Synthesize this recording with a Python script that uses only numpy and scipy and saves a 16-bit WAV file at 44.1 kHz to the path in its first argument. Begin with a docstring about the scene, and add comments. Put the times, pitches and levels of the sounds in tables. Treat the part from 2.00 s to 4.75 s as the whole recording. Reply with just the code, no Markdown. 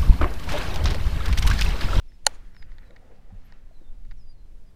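"""A small boat on a calm marsh, taken by a nearly mono action camera right beside a fishing reel.
From the start light air rumbles on the microphone over a faint open-air hiss and a far motor's hum.
Small birds whistle falling notes throughout; a gear tick comes just before the reel's latch snaps shut.
Then the gears tick and whirr softly, thin squeaks come and go, something rubs the grip and the hull knocks.
Noise is shaped for wind, hiss, whirr and rubbing; struck modes make the reel; sines the rest."""
import sys
import numpy as np
from scipy import signal
from scipy.fft import rfft, irfft
from scipy.io import wavfile
from scipy.ndimage import uniform_filter1d

SR = 44100
rng = np.random.default_rng(int(sys.argv[2]) if len(sys.argv) > 2 else 0)


def unload_audio(sound):
    """Save the sound as a 16-bit wav file, at the path given as the first command line argument."""
    columns = np.transpose(np.atleast_2d(sound))
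    # keep every value between -1 and 1, then stretch to whole-number steps
    steps = np.round(np.clip(columns, -1, 1) * 32767)
    wavfile.write(sys.argv[1], SR, steps.astype(np.int16))


N = 121275
T = np.arange(N) / SR


def undb(db):
    """Amplitude factor for a level in dB."""
    return 10 ** (np.asarray(db) / 20)


def unit(x):
    """Scale to an RMS of 1."""
    return x / np.sqrt(np.mean(x ** 2))


def curve(rows, order=1):
    """Gain along a dB column over time, fading over 50 ms outside the table."""
    r = np.array(rows, float)
    edge = np.clip(np.minimum(T - r[0, 0], r[-1, 0] - T) / .05 + 1, 0, 1)
    return undb(np.interp(T, r[:, 0], r[:, order])) * edge


def coloured(points, lo_hz=1, hi_hz=SR):
    """Noise with a spectrum of (f/Hz, level/dB) points, rolled off beyond two edges."""
    p = np.array(points, float)
    f = np.arange(N // 2 + 1) * SR / N + 1e-3
    gain = undb(np.interp(np.log(f), np.log(p[:, 0]), p[:, 1]))
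    gain = gain / np.sqrt((1 + (lo_hz / f) ** 8) * (1 + (f / hi_hz) ** 8))
    return irfft(rfft(rng.standard_normal(N)) * gain, N)


def walk(rate):
    """Random levels held for 1 / rate seconds and slewed; spread near 1."""
    k = int(SR / rate)
    held = np.repeat(rng.standard_normal(N // k + 1), k)
    return 1.4 * uniform_filter1d(uniform_filter1d(held, k), k)[:N]


def wind():
    """Air buffeting the microphone: low noise in two bands, each with its own gusts."""
    # relative noise spectrum: f/Hz, density/dB
    spectrum = [(4, -3), (14, 2), (30, -8), (50, -17.5), (90, -22.5), (150, -33), (400, -46)]
    # gusts: t/s, level/dB below 40 Hz, level/dB above 40 Hz
    gusts = [(0, -35.5, -56.5), (.15, -46, -54), (.27, -33, -54.5), (.45, -40, -51.5), (.65, -34.5, -49.5),
             (.78, -37, -53.5), (1.0, -48.5, -57.5), (1.27, -35.5, -54.5), (1.45, -36.5, -54),
             (1.62, -39.5, -55), (1.82, -40, -58.5), (1.97, -32.5, -55), (2.08, -30.5, -46.5),
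             (2.25, -37, -54), (2.42, -34.5, -55), (2.75, -43.5, -54.5)]
    buffet = unit(coloured(spectrum, hi_hz=39.87)) * curve(gusts)
    rumble = unit(coloured(spectrum, lo_hz=40, hi_hz=300)) * curve(gusts, order=2)
    return buffet + rumble


def air():
    """Smooth distant hiss: noise in four bands, each flickering slightly by itself."""
    # relative noise spectrum: f/Hz, density/dB
    spectrum = [(120, -4), (250, -9.5), (500, -12), (1200, -21.5), (2500, -24), (5000, -29), (9000, -34.5),
                (16000, -39.5)]
    level_db, flicker_db = -65, 1.16
    edges = [120, 500, 2000, 6000, 20000]  # Hz
    bands = [coloured(spectrum, lo, hi) * undb(flicker_db * walk(7)) for lo, hi in zip(edges, edges[1:])]
    return undb(level_db) * unit(sum(bands))


def motor():
    """Three orders of a far engine, sharing a wavering speed, each wavering in level."""
    # engine orders: f/Hz (mean), level/dB (mean RMS)
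    orders = [(127, -76.5), (190.5, -73), (254, -76.5)]
    turn = np.cumsum(1 + .006 * walk(3)) / SR  # running time of an unsteady engine
    return sum(np.sqrt(2) * undb(db + 3 * walk(4)) * np.sin(2 * np.pi * hz * turn) for hz, db in orders)


def whistle(s, length, hz, db, over_db):
    """A sine and its octave, wavering in pitch and level, soft-ended and fading as it goes."""
    waver_db, edge_s, fade_db = 4, 0.026, -4.5
    fade = fade_db * np.clip((T - s) / length, 0, 1) ** 2
    ends = np.clip(np.minimum(T - s, s + length - T) / edge_s, 0, 1)
    shape = ends * undb(db + fade + waver_db * walk(70))
    phase = 2 * np.pi * np.cumsum(hz * (1 + 0.0016 * walk(120))) / SR
    return np.sqrt(2) * shape * (np.sin(phase) + undb(over_db) * np.sin(2 * phase))


def birds():
    """Small birds: each whistled note falls quickly, then levels off."""
    # notes: t/s, length/s, start f/Hz, f/Hz approached, glide time constant/s, level/dB before fade
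    notes = [(.075, 0.093, 5450, 5210, .02, -72), (.435, 0.053, 3470, 3200, 0.0194, -74),
             (.53, 0.15, 5700, 4660, .07, -68.5), (0.699, 0.058, 4350, 4050, .04, -76),
             (.82, .14, 4150, 3777, .07, -76.5), (1.44, .1, 3500, 2894, .03, -79.5),
             (1.715, .13, 4306, 3300, .17, -78.5), (1.83, 0.09, 3690, 3550, 0.025, -75),
             (2.169, .17, 6060, 4770, .036, -70), (2.305, 0.19, 4500, 4060, 0.058, -79.5),
             (2.655, .055, 5150, 4640, 0.04, -76)]
    overtone_db = -18.5
    out = np.zeros(N)
    for s, length, top, end, glide, db in notes:
        hz = end + (top - end) * np.exp(-np.clip(T - s, 0, None) / glide)
        out += whistle(s, length, hz, db, overtone_db)
    return out


def ring(x, hz, t60):
    """One exponentially fading mode, driven by x."""
    p = np.exp(2j * np.pi * hz / SR - np.log(1000) / (t60 * SR))
    return signal.lfilter([1], [1, -p], x).imag


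def add(out, s, x):
    """Lay x into out from s seconds on."""
    i = int(s * SR)
    out[i:i + len(x)] += x[:N - i]


def strike(modes, ms):
    """A short scrape rings modes of chance strength; the loudest millisecond has RMS 0.5."""
    crack_db, spread_db = -5, 1.9
    n = np.arange(4096)
    push = rng.standard_normal(4096) * np.exp(-n / (ms * SR / 1000))
    push_size = np.sqrt(np.sum(push ** 2))
    gains = undb(spread_db * rng.standard_normal(len(modes))) * (-1) ** np.arange(len(modes))
    x = undb(crack_db) * uniform_filter1d(push, size=3) / push_size  # the bare contact
    for g, (hz, db, t60) in zip(gains, modes):
        # even out how strongly this scrape happens to drive the mode
        reach = np.abs(np.sum(push * np.exp(-2j * np.pi * hz * n / SR))) + push_size / 2
        x = x + g * undb(db) * ring(push, hz, t60) / reach
    x = signal.sosfilt(signal.butter(2, 400, "high", fs=SR, output="sos"), x)
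    return x / np.sqrt(np.max(uniform_filter1d(x ** 2, size=44))) / 2


def gear_ticks():
    """Gear teeth close by: short contacts ring the small modes of the gear."""
    # gear modes: f/Hz, relative level/dB, t60/s
    modes = [(930, -5.5, 0.012), (1450, -4.5, 0.019), (1850, 1.5, .014), (2250, -1, 0.0091),
             (2970, -7.5, 0.0073), (3726, -6, 0.0079), (4580, -2.5, 0.0042), (6824, -16, 0.0053)]
    # ticks: t/s, strike gain/dB
    ticks = [(0.119, -51.5), (0.548, -46.5), (0.565, -39.5), (0.626, -37), (0.718, -44), (0.783, -42),
             (0.788, -46), (0.907, -45), (0.962, -41.5), (0.966, -40.5), (1.523, -41.5), (2.051, -52.5),
             (2.111, -40), (2.117, -42), (2.124, -54.5), (.6235, -42.5)]
    out = np.zeros(N)
    for s, db in ticks:
        add(out, s, undb(db) * strike(modes, ms=0.81))
    return out


def latch():
    """Latch contacts and rebounds ring the reel body, then the grass bank, rod and hull answer."""
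    # reel body modes: f/Hz, relative level/dB, t60/s
    body = [(520, -21.5, 0.032), (858, -8, .025), (1430, -14, .02), (1820, -10, .015), (2290, -11, .012),
            (3008, -12, .01), (3700, -10, 0.0092), (4407, -1, 0.0053), (5750, -6.5, .007), (6900, -3, .007),
            (8200, -9.5, 0.0033), (9400, -1, .007), (10780, -12, 0.0031), (13600, -31.5, .005)]
    # contacts: t/s, strike gain/dB
    contacts = [(0.2515, -44), (0.2642, -21), (.266, -7), (.2666, 0.5), (0.2671, -8), (.2688, -17),
                (.2706, -19.5), (0.2742, -32), (.2935, -47.5)]
    # afterring in rod and hull: f/Hz, width w/Hz (noise filter t60 = 0.9 / w), level/dB, fade t60/s
    after = [(600, 500, -52.5, .6), (1600, 1500, -50.5, 0.6), (6000, 8000, -54, .1)]
    bank_s, bank_spread_s, bank_db = .08, .016, -45  # echo delay, spread and level
    out = np.zeros(N)
    for s, db in contacts:
        add(out, s, undb(db) * strike(body, ms=0.46))
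    # scattered echo from the grass bank
    scatter = rng.standard_normal(SR // 5) * np.exp(-((T[:SR // 5] - bank_s) / bank_spread_s) ** 2)
    scatter = scatter / np.sqrt(np.sum(scatter ** 2))
    out = out + undb(bank_db) * signal.fftconvolve(out, scatter)[:N]
    since = np.clip(T - contacts[4][0], 0, None)  # s after the fifth contact
    for hz, width, db, t60 in after:
        fade = undb(db - 60 * since / t60) * (since > 0)
        out += fade * unit(ring(rng.standard_normal(N), hz, 0.9 / width))
    return out


def resonant(rows):
    """Noise ringing in several resonances, each flickering by itself."""
    grain_db = 3.5
    out = np.zeros(N)
    for hz, width, db in rows:
        out += undb(db + grain_db * walk(40)) * unit(ring(rng.standard_normal(N), hz, 3.7 / width))
    return unit(out)


def whirr():
    """Soft whirr of the turning reel: resonant noise following the turns."""
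    # resonances: f/Hz, width w/Hz (t60 = 3.7 / w), relative level/dB
    resonances = [(1850, 670, 0.5), (1330, 400, -4.5), (2700, 780, -9.5), (4500, 3000, -10)]
    # turning: t/s, level/dB
    turning = [(.3, -72.5), (.45, -68), (.65, -67.5), (.86, -69), (.95, -70), (1.08, -68.5), (1.25, -72),
               (1.4, -70), (1.47, -64.5), (1.57, -67), (1.66, -76), (1.8, -78)]
    return resonant(resonances) * curve(turning)


def squeaks():
    """Thin metallic squeaks: steady high whistles without overtone."""
    # squeaks: t/s, length/s, f/Hz, level/dB before fade
    rows = [(.57, 0.059, 12260, -85.5), (.775, .11, 12300, -86.5), (1.435, 0.056, 12490, -73.5),
            (1.44, 0.031, 14600, -66)]
    return sum(whistle(s, length, hz, db, -np.inf) for s, length, hz, db in rows)


def rubbing():
    """Soft rubbing on the grip: resonant noise swelling with the pressure."""
    # resonances: f/Hz, width w/Hz (t60 = 3.7 / w), relative level/dB
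    resonances = [(520, 180, 0), (752, 200, -4)]
    # pressure: t/s, level/dB
    pressure = [(.84, -75.5), (.93, -62), (1.0, -63), (1.12, -55), (1.19, -62), (1.24, -72.5),
                (1.32, -63.5), (1.4, -72)]
    return resonant(resonances) * curve(pressure)


def hull():
    """Soft single-mode knocks of the hull; low ones ring longer."""
    # knocks: t/s, starting level/dB, f/Hz
    knocks = [(1.305, -52.5, 800), (1.322, -39.5, 182), (1.327, -33.5, 92), (1.71, -51.5, 650),
              (1.812, -48.5, 330), (1.814, -52.5, 520)]
    out, n = np.zeros(N), np.arange(SR // 3) / SR
    for s, db, hz in knocks:
        t60 = 0.039 + 9.9 / hz  # s: a fixed part and 9.9 cycles
        attack = np.minimum(n * hz, 1)  # one cycle
        add(out, s, undb(db - 60 * n / t60) * np.sin(2 * np.pi * hz * n) * attack)
    return out


def scene():
    """Sum all sources in the middle and add a faint stereo side between 4.2 and 12.7 kHz."""
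    near = gear_ticks() + latch() + whirr() + rubbing()
    mid = wind() + air() + motor() + birds() + near + squeaks() + hull()
    # independent hiss and a quiet, lagged copy of the close sounds, levels before the band-pass
    hiss_db, close_db, lag = -88, -29, 7  # lag in samples
    apart = undb(hiss_db) * rng.standard_normal(N) + undb(close_db) * np.roll(near, lag)
    side = signal.sosfilt(signal.butter(4, (4200, 12700), "band", fs=SR, output="sos"), apart)
    return np.array([mid + side, mid - side])


def record(dry):
    """Limit peaks to 0.88, then low-pass at 15.8 kHz."""
    limited = np.clip(dry, -.88, .88)
    return signal.sosfilt(signal.ellip(10, .2, 70, 15800, fs=SR, output="sos"), limited)


dry = scene()
out = record(dry)
unload_audio(out)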